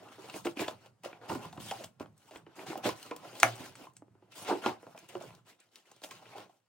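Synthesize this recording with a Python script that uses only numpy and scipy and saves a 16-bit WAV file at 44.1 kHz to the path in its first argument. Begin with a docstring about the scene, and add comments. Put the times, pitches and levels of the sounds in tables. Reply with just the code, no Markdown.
"""Knife through packing tape

A knife slits packing tape on a cardboard box that stands on a wooden table in a furnished room.
Blade and hands rub the board (patchy noise and ticks), the tape lets go in sharp snaps (clicks that ring
the box), the flaps jolt (rough force through box resonances), and the table murmurs and thuds (low noise).
Once the taut end strip bursts with a crack and the table hums; echoes and a faint hush are the room.
Two close microphone ports hear it, the left one a moment earlier."""
import sys
import numpy as np
from scipy import signal
from scipy.fft import rfft, irfft, next_fast_len
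from scipy.io import wavfile
from scipy.ndimage import uniform_filter1d, map_coordinates

SR = 44100
rng = np.random.default_rng(int(sys.argv[2]) if len(sys.argv) > 2 else 0)


def put_to_file(sound):
    """Save the sound as 16-bit audio at rate SR, in the file named by the first command-line argument."""
    columns = np.atleast_2d(sound).T  # one column per channel
    safe = np.clip(columns, -1, 1)
    whole_steps = np.round(safe * 32767)
    wavfile.write(sys.argv[1], SR, whole_steps.astype(np.int16))


N = 294928

# Resonances of the cardboard box. Each row: centre in Hz, width in Hz, relative level in dB.
BOX_MODES = [(192, 38, -7.5), (318, 158, 2), (546, 340, 2.5), (778, 305, 3), (1060, 110, 0.5),
             (1340, 247, -5), (2330, 200, -11), (2510, 370, -12)]
# Colour of the hiss at the rubbed surface. Each row: frequency in Hz, relative level in dB per Hz.
HISS_COLOUR = [(880, -35), (1500, -7), (1740, -7.5), (2690, -3.5), (2970, -1.5), (3180, -4.5), (3730, -6),
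               (4370, -7), (7610, -12.5), (9010, -12.5), (11500, -17), (15100, -20.5), (16000, -22)]
# Colour of a tick or snap. Each row: frequency in Hz, relative level in dB per Hz.
CRACK_COLOUR = [(700, -30), (1500, -11), (2700, -5), (4000, -6.5), (6000, -4.5), (9500, -5.5), (12000, -17),
                (15000, -8), (16000, -10)]
# How alike rubbing and table sound at the two ports. Each row: frequency in Hz, likeness (1 = same).
PORT_LIKENESS = [(100, 0.97), (1000, 0.85), (4000, 0.17), (12000, 0.2)]


def amp(db):
    """dB to gain."""
    return 10 ** (np.asarray(db) / 20)


def unit(x):
    """Scaled to rms 1."""
    return x / np.sqrt(np.mean(x ** 2) + 1e-20)


def peak_one(x):
    """Each row scaled to peak 1."""
    return x / np.abs(x).max(axis=1, keepdims=True)


def along(points, hz):
    """Reads (Hz, value) points on a logarithmic frequency axis."""
    f, v = np.transpose(points)
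    return np.interp(np.log(hz + 1), np.log(f + 1), v)


def curves(rows):
    """One value per sample for each column after the time."""
    s, *cols = np.transpose(rows)
    return [np.interp(np.arange(N) / SR, s, c) for c in cols]


def wobble(rate):
    """A smooth random curve with rate knots a second."""
    knots = rng.standard_normal(int(N * rate / SR) + 4)
    return map_coordinates(knots, [np.arange(N) * rate / SR])


def filtered(x, response):
    """Filters x by a complex response of frequency."""
    n = x.shape[-1]
    m = next_fast_len(n + 8192)  # silence for the ringing to run into
    return irfft(rfft(x, m) * response(np.fft.rfftfreq(m, 1 / SR)), m)[..., :n]


def resonances(modes):
    """Causal response of (Hz, width Hz, dB) modes, added with alternating sign."""
    def response(f):
        total = 0
        for k, (centre, width, db) in enumerate(modes):
            damping = 1j * f * width
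            total = total + (-1) ** k * amp(db) * damping / (centre * centre - f * f + damping)
        return total
    return response


def favour(centre_hz, width, rest):
    """One broad resonance of relative width over a flat rest."""
    def response(hz):
        damping = 1j * hz * width * centre_hz
        return rest + damping / (centre_hz ** 2 - hz ** 2 + damping)
    return response


def causal(db_of):
    """Minimum-phase response with the given dB over frequency."""
    def response(f):
        cepstrum = irfft(np.log(amp(db_of(f)) + 1e-6))
        half = len(cepstrum) // 2
        cepstrum[1:half] *= 2  # fold the part before time zero onto the part after
        cepstrum[half + 1:] = 0
        return np.exp(rfft(cepstrum))
    return response


def pair(response, likeness):
    """Stereo noise of rms 1 whose two sides are partly alike."""
    def mid_and_side(hz):
        turn = np.arccos(np.clip(along(likeness, hz), -1, 1)) / 2
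        return response(hz) * [np.cos(turn), np.sin(turn)]
    mid, side = filtered(rng.standard_normal((2, N)), mid_and_side)
    return unit(np.array([mid + side, mid - side]))


def patchy(x, depth_db):
    """Random patches of gain over time and frequency: the colour of a rubbed surface keeps shifting."""
    z = signal.stft(x, nperseg=256)[2]
    field = uniform_filter1d(rng.standard_normal(z.shape[1:]), size=4, axis=0)  # over frequency
    field = uniform_filter1d(field, size=9, axis=1)  # over time
    return unit(signal.istft(z * amp(depth_db * unit(field)), nperseg=256)[1][:, :N])


def summed(db, rest_db, t):
    """Rows of dB at times t, added by power over a resting level, as one gain per sample."""
    gain = np.sqrt((amp(db) ** 2).sum(axis=0) + amp(rest_db) ** 2)
    return np.interp(np.arange(N) / SR, t, gain)


def place(bursts, times):
    """Adds each burst into one track at its time."""
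    track = np.zeros(N + bursts.shape[1])
    for s, burst in zip(times, bursts):
        track[round(s * SR):][:len(burst)] += burst
    return track[:N]


def strokes():
    """Gains of board, dull and bright hiss: a stroke sets in, swells or sinks, and dies away."""
    # Strokes of blade, hands and box. Each row: start in seconds, length in seconds, board level in dB,
    # surface hiss level in dB, swell from start to end in dB, bright over dull hiss in dB.
    stroke_rows = [(0, 0.011, -60.5, -67.5, -1.5, -1), (0.03, 0.068, -56, -68, -1.5, 2.5),
                   (0.123, .025, -57, -61, 1, -4), (0.193, 0.17, -55.5, -58.5, 5, 0),
                   (0.362, 0.062, -56, -61, -20.5, 19.5), (0.455, 0.021, -54, -47, -4, 1),
                   (0.568, .04, -46, -48, 16, -7), (0.609, 0.017, -48, -47, -9, 7),
                   (0.657, 0.038, -49.5, -55, 9.5, -2), (0.761, 0.096, -64, -72, 9, -1),
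                   (1.05, 0.045, -52.5, -56, -17.5, -4.5), (1.101, 0.081, -58.5, -76, -8, -11),
                   (1.212, 0.048, -54.5, -69, 8.5, -7), (1.291, 0.068, -46, -51.5, -3.5, 1.5),
                   (1.339, 0.1262, -54, -60.5, 9, -1.5), (1.504, 0.053, -64.5, -71, 10.5, 7.5),
                   (1.605, 0.1, -55, -50, 4, 4), (1.739, .1, -54.5, -56.5, -2.5, 1),
                   (2.013, 0.024, -53, -68.5, -13, 7), (2.06, 0.075, -84, -89, -7, 11),
                   (2.17, 0.12, -71.5, -71, 12, 6.5), (2.32, 0.036, -55, -65, 8.5, 1),
                   (2.467, 0.088, -64.5, -85, 0.5, -27), (2.565, 0.073, -50.5, -59, -0.5, 3),
                   (2.668, 0.053, -48, -50, 0, -4), (2.743, .04, -53, -61.5, 5, -3.5),
                   (2.841, 0.024, -40, -40, 8, -6), (2.872, 0.053, -46, -53, -17, 1.5),
                   (2.959, .12, -57.5, -56.5, 5, 1), (3.129, .11, -60.5, -65.5, 4.5, -4.5),
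                   (3.247, 0.11, -53.5, -59, -2.5, -1), (3.35, .07, -54.5, -53, 7.5, 3),
                   (3.431, .1, -52, -45.5, -14, -5.5), (3.537, .05, -55, -55.5, -1.5, -1),
                   (3.593, 0.027, -51.5, -52, 2, 1.5), (3.642, 0.098, -57, -58.5, -14, -1.5),
                   (3.758, 0.087, -57, -60.5, 1, 3), (3.955, 0.015, -80.5, -77.5, -2, 3.5),
                   (4.072, 0.23, -77.5, -101.5, 15, 2.5), (4.322, 0.037, -66.5, -61.5, -10, -3),
                   (4.356, 0.069, -56, -51.5, 5, 5.5), (4.456, 0.036, -40.5, -48, 9.5, -7),
                   (4.498, 0.091, -52.5, -54.5, -5.5, -3.5), (4.621, 0.051, -40, -50, 14, -8.5),
                   (4.669, 0.07, -72.5, -62, -11, -7.5), (4.801, .13, -64, -71.5, 5, 6.5),
                   (4.966, .09, -63.5, -64.5, -3, -3), (5.092, 0.11, -60.5, -62, -12, 0.5),
                   (5.205, 0.18, -59.5, -66, -16, 2.5), (5.459, 0.041, -65, -65, 11.5, -2.5),
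                   (5.595, 0.019, -74, -72.5, 1, -9), (5.719, 0.058, -70.5, -69, 9, 2),
                   (5.628, 0.034, -82, -75, -5, -4), (5.78, 0.051, -73.5, -70.5, -6, -4),
                   (5.858, 0.22, -72.5, -72.5, -7, -3.5), (6.037, .05, -55, -57.5, -11, 8),
                   (6.111, 0.085, -60.5, -59.5, -7, -4), (6.224, 0.11, -58, -64.5, 8, -4),
                   (6.365, 0.079, -53.5, -61, -7.5, -6), (6.496, 0.084, -79.5, -79, -8, 4.5)]
    attack_db_per_s, release_db_per_s = 1299, 298.5
    rest_board_db, rest_dull_db, rest_bright_db = -87, -88.5, -88  # hands lying still on the box
    s, length, board_db, hiss_db, swell_db, bright_db = np.transpose(stroke_rows)[..., None]
    t = np.arange(0, N / SR, .001)
    shape_db = swell_db * (np.clip((t - s) / length, 0, 1) - .5)
    shape_db -= attack_db_per_s * np.maximum(s - t, 0)
    shape_db -= release_db_per_s * np.maximum(t - s - length, 0)
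    board = summed(board_db + shape_db, rest_board_db, t)
    dull = summed(hiss_db - bright_db / 2 + shape_db, rest_dull_db, t)
    bright = summed(hiss_db + bright_db / 2 + shape_db, rest_bright_db, t)
    return board, dull, bright


def fibres(rate, spread_db):
    """Single fibres break at random: sparse impulses, rate a second, of very unequal size, rms 1."""
    chance, size = rng.random(N), rng.exponential(size=N)
    sign = rng.choice([-1, 1], N)
    return unit((chance < rate / SR) * amp(spread_db * np.minimum(size, 4)) * sign)


def rubbing():
    """Uneven friction: fibres catch in clumps, hiss at the surface and shake the box."""
    pressure, dull, bright = strokes()
    grip = wobble(35)
    catches = unit(amp(1.3 * grip + 0.32 * wobble(250)))
    shaken = patchy(pair(resonances(BOX_MODES), PORT_LIKENESS), depth_db=4)
    board = pressure * amp(0.59 * grip) * shaken
    breaks = fibres(600, spread_db=4.0)  # each tick at the surface also taps the box
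    ticks = amp(-7.5) * unit(filtered(breaks, causal(lambda hz: along(CRACK_COLOUR, hz))))
    friction = patchy(pair(lambda hz: amp(along(HISS_COLOUR, hz)), PORT_LIKENESS), depth_db=3)
    surface = catches * friction + ticks
    rasp = filtered(surface, lambda hz: 1 / (1 + (hz / 5200) ** 4))  # the dull part
    hiss = dull * rasp + bright * (surface - rasp)
    taps = pressure * amp(-7.5) * unit(filtered(breaks, resonances(BOX_MODES)))
    return board + hiss + taps


def table_top():
    """The table murmurs under the handling and booms briefly at each bump: noise through its modes."""
    # Resonances of the table top. Each row: centre in Hz, width in Hz, relative level in dB.
    table_modes = [(113, 18, -2.5), (178, 60, -10)]
    # The box bumps the table top. Each row: time in seconds, level in dB before the wobble.
    thud_rows = [(.17, -67), (.345, -50), (.455, -58), (0.602, -48), (.68, -53), (1.05, -58), (1.298, -44),
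                 (1.39, -58), (1.46, -45.5), (1.581, -41.5), (1.845, -55), (2.005, -46), (2.36, -61),
                 (2.585, -65), (2.68, -51), (2.8, -55), (2.86, -48), (2.95, -69.5), (3.599, -48.5),
                 (4.49, -51), (4.66, -49), (4.87, -61), (5.154, -54.5)]
    # The low murmur. Each row: time in seconds, level in dB before the wobble.
    murmur_rows = [(0, -63), (1, -71), (1.5, -68), (2.15, -69), (3.3, -64.5), (3.95, -66.5), (4.1, -67.5),
                   (4.4, -68), (5.05, -71), (5.38, -60.5), (5.56, -87), (5.87, -82.5), (5.94, -72),
                   (6.01, -81), (6.06, -72), (6.4, -65.5), (6.62, -87)]
    rise_s, fall_s = 0.0105, 0.45  # each over 60 dB
    s, db = np.transpose(thud_rows)[..., None]
    t = np.arange(0, N / SR, .001)
    bumps = summed(db - 60 * np.maximum((s - t) / rise_s, (t - s) / fall_s), -120, t)
    level = np.hypot(bumps, amp(curves(murmur_rows)[0]))
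    return level * amp(3.2 * wobble(26)) * pair(resonances(table_modes), PORT_LIKENESS)


def room_tone():
    """A faint steady hush, coloured noise that sinks towards the end."""
    # Colour of the hush. Each row: frequency in Hz, relative level in dB per Hz.
    air_colour = [(18, -49), (30, -34), (112, 1), (336, -3), (962, -6.5), (1960, -15), (2980, -25),
                  (8520, -22), (12000, -28), (13500, -41.5), (16000, -44.5)]
    # Level of the hush. Each row: time in seconds, level in dB.
    air_level = [(0, -76), (5.3, -80), (6.4, -86), (6.69, -88)]
    hush = pair(lambda hz: amp(along(air_colour, hz)), [(100, 0.42), (3000, .4)])
    return amp(curves(air_level)[0]) * hush


def room(x):
    """Each frequency of the room's answer dies at its own speed; every stretch of sound meets a new tail."""
    # Decay of the room. Each row: frequency in Hz, time to fall by 60 dB in seconds.
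    decay_rows = [(150, 0.17), (800, 0.2), (3000, 0.094), (12000, 0.15)]
    # How alike the echoes are at the two ports. Each row: frequency in Hz, likeness (1 = same).
    echo_likeness = [(100, 0.83), (1000, 0.11), (4000, 0.45), (12000, 0.1)]
    step = SR // 4
    delay = 130  # samples until the first echo
    wet = np.zeros((2, N + SR + step))
    for start in range(0, N, step):
        hz, t, (mid, side) = signal.stft(rng.standard_normal((2, SR // 3)), SR, nperseg=256)
        turn = np.arccos(np.clip(along(echo_likeness, hz), -1, 1))[:, None] / 2
        z = np.cos(turn) * mid + np.array([[[1]], [[-1]]]) * np.sin(turn) * side
        decay = amp(-60 * t / along(decay_rows, hz)[:, None])
        tail = signal.istft(z * decay, SR, nperseg=256)[1]
        tail = tail / np.linalg.norm(tail[0])
        echo = signal.fftconvolve(x[None, start:start + step], tail, axes=1)
        wet[:, start + delay:][:, :echo.shape[1]] += echo
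    return wet[:, :N]


def snaps():
    """The glue starts to crackle and lets go a moment later: a click, and a push that rings the box."""
    # Tape snaps and blade ticks. Each row: start in seconds, peak of the click in dB, push on the board
    # in dB against the click, favoured pitch in Hz, tilt in dB per octave of (Hz + 1000), held within 20.
    snap_rows = [(.087, -50, -5, 2700, -5), (0.2979, -34.5, -19, 2710, -5), (0.3402, -35.5, -3, 2500, -10),
                 (0.4482, -40, 0, 2560, -8), (0.4689, -29.5, -15.5, 2540, -18),
                 (0.5712, -35, -11, 2470, -11), (0.5927, -27.5, -12, 2470, -12),
                 (0.6426, -35, -10.5, 2700, -21), (0.6816, -25.5, -1, 3600, -9), (1.035, -39, -4, 2480, 2),
                 (1.1291, -40.5, 0, 2380, -26), (1.2944, -35, -7, 2740, -15), (1.527, -42, -7, 3900, -0.5),
                 (1.5738, -47, 1, 2900, -8), (1.711, -30, 2, 3050, -7), (1.843, -27, -14, 3030, 3.5),
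                 (1.858, -43.5, -18, 7950, 5), (1.9981, -44, 4, 2920, -1), (2.0585, -55, 13, 3030, -14),
                 (2.178, -52, -26, 8000, 3), (2.3588, -38, -16, 3300, -22), (2.371, -47.5, -20, 8000, 1),
                 (2.465, -51.5, 7.5, 3070, -25), (2.556, -52, -20, 7940, 1), (2.5919, -39.5, -6, 2580, -23),
                 (2.7767, -31.5, -17.5, 2800, 7.5), (3.028, -32, -28, 3010, 3.5),
                 (3.1108, -36, 5, 2370, -12), (3.163, -31.5, -6.5, 3064, 5), (3.3543, -40, -3.5, 3020, -4),
                 (3.3999, -20.5, -22.5, 6690, -3.5), (3.417, -49, -15.5, 2560, -5.5),
                 (3.4259, -33, -1.5, 3450.0, 0), (3.5559, -42, -11.5, 8540, 2),
                 (3.754, -37, -23, 8020, -11.5), (3.9352, -58.5, -3.5, 7290, 5),
                 (3.9669, -38, -24.5, 7830, -5.5), (4.02, -67.5, 17.5, 2910, -1),
                 (4.448, -38, -22, 3150, -7), (4.6604, -24.5, 1, 3240, -6.5), (4.824, -52, -16.5, 9500, -1),
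                 (4.8658, -54, 16.5, 2020.0, 12), (4.9761, -43, -1, 2430, -1.5),
                 (4.9888, -40.5, -18, 6100, 7.5), (5.0886, -41, -27, 6720.0, 11),
                 (5.1522, -42.5, 13, 2930, -26), (5.223, -42.5, -19, 6800, -4),
                 (5.3046, -48.5, -1, 2650, -23), (5.3498, -45.5, -21, 4020, 3),
                 (5.466, -53.5, -20, 8020, -2), (5.49, -52, -19, 7500, 2), (5.6012, -48, -18, 7550, -0.5),
                 (5.689, -64.5, -3, 4010, -7), (5.7568, -39, -28, 3750, -0.5), (5.9158, -46.5, -3, 6640, 1),
                 (5.9633, -50, -7, 3830, 3), (6.0177, -45.5, 1, 3720, 0), (6.0443, -32, -8, 3640, 2.5),
                 (6.1095, -34.5, -29, 2380, 1), (6.255, -48, -16, 2330, -18), (6.3813, -37.5, 3, 3300, 2.5)]
    s, db, push_db, spot_hz, tilt_db = np.transpose(snap_rows)[..., None]
    t = np.arange(SR // 10) / SR
    release = np.arange(len(t)) == round(.0012 * SR)
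    crackle = release + 0.19 * rng.standard_normal((len(s), len(t))) * amp(-60 * t / 0.029)
    colour = causal(lambda hz: along(CRACK_COLOUR, hz))
    spot, broad = favour(spot_hz, .07, 0.74), favour(spot_hz, .6, 0.46)
    lean = lambda hz: amp(np.clip(tilt_db, -20, 20) * np.log2((hz + 1000) / 5000))
    click = peak_one(filtered(crackle, lambda hz: colour(hz) * spot(hz) * broad(hz) * lean(hz)))
    box = resonances(BOX_MODES)
    push = peak_one(filtered(1. * release, lambda hz: box(hz) / (1 + 1j * hz / 1200))[None])
    return place(amp(db) * (click + amp(push_db) * push), s[:, 0])


def jolts():
    """A short rough force swells and dies in the board; each spot favours the box modes near its own pitch."""
    # The blade slips or a flap gives. Each row: start in seconds, peak of the board in dB, favoured
    # pitch in Hz, hiss in dB against the board, time for the force to fall by 60 dB in seconds.
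    jolt_rows = [(0.18, -44.5, 390, -10, 0.058), (0.239, -45, 400, -15, 0.048), (.284, -44, 800, 2, 0.095),
                 (.341, -35, 354, -24, 0.045), (0.36, -34.5, 320, -7, 0.03), (.451, -24, 360, -8, 0.095),
                 (0.467, -26.5, 373, -15.5, 0.04), (0.568, -34.5, 270, -29, 0.021),
                 (0.592, -31, 362, -6, 0.097), (.61, -29, 330, -9, 0.056), (.621, -25, 330, -28, 0.015),
                 (.678, -29.5, 624, -2, 0.047), (.859, -49, 554, 8, 0.051), (1.038, -40, 664, -2, 0.11),
                 (1.056, -30, 526, -15, 0.029), (1.213, -48, 1570, -18, 0.053),
                 (1.296, -29.5, 950, 0, 0.062), (1.302, -31.5, 318, -23, 0.023),
                 (1.313, -29.5, 920, -22.5, 0.027), (1.317, -28.5, 308, -22.5, .03),
                 (1.328, -30.5, 312, -35, .04), (1.35, -32.5, 960, -22, 0.032),
                 (1.352, -29.5, 247, -25, 0.064), (1.39, -41, 225, -20, 0.064),
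                 (1.445, -38.5, 1010, -9, 0.077), (1.528, -40, 790, 0, 0.033), (1.564, -43, 700, -15, 0.03),
                 (1.576, -34, 305, -11, 0.036), (1.6, -40.5, 205, 3.5, 0.024), (1.712, -28, 790, -26, 0.07),
                 (1.794, -38, 590, -7, 0.12), (1.838, -42, 700, 12.5, 0.045),
                 (2.005, -28.5, 323, -24, 0.028), (2.013, -43.5, 1060, -25, 0.026),
                 (2.022, -47, 198, -35, .1), (2.308, -43.5, 680, 4, 0.084), (2.357, -38.5, 710, -26, 0.013),
                 (2.466, -44.5, 363, -42, 0.077), (2.584, -40.5, 380, -12.5, 0.1),
                 (2.63, -48, 700, -20, 0.052), (2.662, -40, 780, -10, 0.044), (2.698, -33, 332, -15, .04),
                 (2.716, -34, 333, -20, .04), (2.729, -32, 780, -34, 0.019),
                 (2.754, -27.5, 766, -27.5, 0.021), (2.835, -34.5, 800, -17, 0.073),
                 (2.8531, -19, 303, -12, 0.031), (2.8577, -23.5, 298, -20, 0.046),
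                 (2.868, -26, 830, -8.5, .07), (2.89, -26.5, 1050, 6, .02), (3.111, -30.5, 466, -36, 0.031),
                 (3.114, -32.5, 1060, -25, 0.045), (3.248, -40, 676, -13.5, 0.059),
                 (3.4299, -21, 1340, -3.5, 0.029), (3.434, -20, 667, -12, .09),
                 (3.446, -29.5, 1450, -9, 0.038), (3.47, -30.5, 713, -16.5, .14),
                 (3.594, -44.5, 263, -15, 0.066), (3.868, -41.5, 1030, -19.5, 0.021),
                 (4.02, -42, 303, -35, 0.033), (4.08, -54, 389, -32, 0.014), (4.151, -53, 383, -30, 0.018),
                 (4.222, -51.5, 370.6, -29.5, 0.044), (4.357, -54, 797, 5.5, 0.056),
                 (4.484, -31, 550, -13.5, 0.058), (4.495, -23, 810, -31, 0.05), (4.504, -19, 900, -30, .06),
                 (4.51, -19.5, 357, -32, 0.09), (4.542, -32.5, 394, -35, .14),
                 (4.636, -32.5, 1340, -11, 0.12), (4.66, -13.5, 850, -27.5, 0.028),
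                 (4.664, -30.5, 232, -32.5, 0.038), (4.674, -25.5, 900, -27, 0.05),
                 (4.684, -28.5, 805, -30, .1), (4.827, -42.5, 527, -14.5, 0.07),
                 (4.865, -43, 656, -11.5, 0.096), (4.945, -43, 670, -24, 0.073),
                 (5.15, -30.5, 358, -32.5, 0.048), (5.162, -39, 560, -23, 0.073),
                 (5.208, -36, 590, -22, 0.06), (5.466, -57, 1000, -3.5, 0.057), (5.914, -50, 821, 5, 0.021),
                 (6.037, -40, 657, 16, 0.046), (6.11, -44, 1060, 11.5, 0.048),
                 (6.349, -39.5, 760, -10, 0.088), (6.379, -49, 317, -7, 0.043),
                 (6.494, -50, 744, -16.5, 0.036)]
    s, db, spot_hz, hiss_db, t60 = np.transpose(jolt_rows)[..., None]
    rise_s = 0.0012 + .045 * t60  # a longer jolt swells more slowly
    t = np.arange(SR // 4) / SR
    swell = (1 - np.exp(-t / rise_s)) * amp(-60 * t / t60)
    knock = 6.5 * (np.arange(len(t)) == np.round(rise_s * SR / 2))  # a single blow at the head
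    force = knock + swell * rng.standard_normal((len(s), len(t)))
    box, spot = resonances(BOX_MODES), favour(spot_hz, .16, .19)
    board = peak_one(filtered(force, lambda hz: box(hz) * spot(hz) / (1 + 1j * hz / (3 * spot_hz))))
    surface = peak_one(filtered(force, lambda hz: amp(along(HISS_COLOUR, hz))))
    return place(amp(db) * (board + amp(hiss_db) * surface), s[:, 0])


def pop():
    """The taut end strip bursts: one blow rings as a crack; apart from it, the table's low sine hum."""
    # What rings in the burst. Each row: centre in Hz, width in Hz, relative level in dB.
    burst_modes = [(715, 90, 2), (1340, 260, 0.5), (1700, 140, -1), (2240, 300, 0), (4040, 110, -25),
                   (5920, 180, -6.5), (10510, 1100, -17.5), (15300, 2200, -25)]
    start_s, peak_db = 3.4313, 0
    hum_hz, hum_db, rise_s = 117, -37, .012
    hold_s, damped_db_per_s = .11, 500  # the table hums until a hand damps it
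    blow = 1. * (np.arange(SR // 2) == 0)[None]
    crack = peak_one(filtered(blow, resonances(burst_modes)))
    t = np.arange(SR // 2) / SR
    fade_db = -40 * t - damped_db_per_s * np.maximum(t - hold_s, 0)
    swell = np.minimum(t / rise_s, 1) ** 2
    hum = swell * amp(hum_db + fade_db) * np.sin(2 * np.pi * hum_hz * t)
    return place(amp(peak_db) * crack, [start_s]), place(hum[None], [start_s])


def scene():
    """All sources, with the room's answer to all but the hum and the hush."""
    crack, hum = pop()
    hits = snaps() + crack + jolts()
    rub = rubbing() + table_top()
    echoes = room(amp(-8) * hits + amp(-9.5) * rub.mean(axis=0))
    return hits + hum + rub + echoes + room_tone()


def record(dry):
    """The ports differ in colour and phase, the deep bass is cut, peaks are rounded off, the band is limited."""
    # Colour of the ports. Each row: frequency in Hz, left minus right in dB.
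    port_colour = [(60, 1.5), (180, -4), (550, -2), (1650, 1.5), (5000, 1), (15000, 0.5)]
    # Phase between the ports. Each row: frequency in Hz, lead of the left port in radians.
    left_lead = [(60, 0), (1000, .45), (2500, .4), (5400, 1.4), (8400, 1.3), (11000, 2.4), (14000, 1.8),
                 (15500, .4)]
    bass_cut_hz, top_hz = 55, 16000
    full_scale = .9  # the input stage rounds off peaks near this value
    half = np.array([[.5], [-.5]])  # each port takes half of the difference
    ports = lambda hz: amp(half * along(port_colour, hz)) * np.exp(1j * half * along(left_lead, hz))
    bass_cut = lambda hz: (1j * hz / (bass_cut_hz + 1j * hz)) ** 3
    heard = filtered(dry, lambda hz: ports(hz) * bass_cut(hz))
    rounded = heard / (1 + (heard / full_scale) ** 4) ** (1 / 4)
    return filtered(rounded, lambda hz: hz < top_hz)


dry = scene()
out = record(dry)
put_to_file(out)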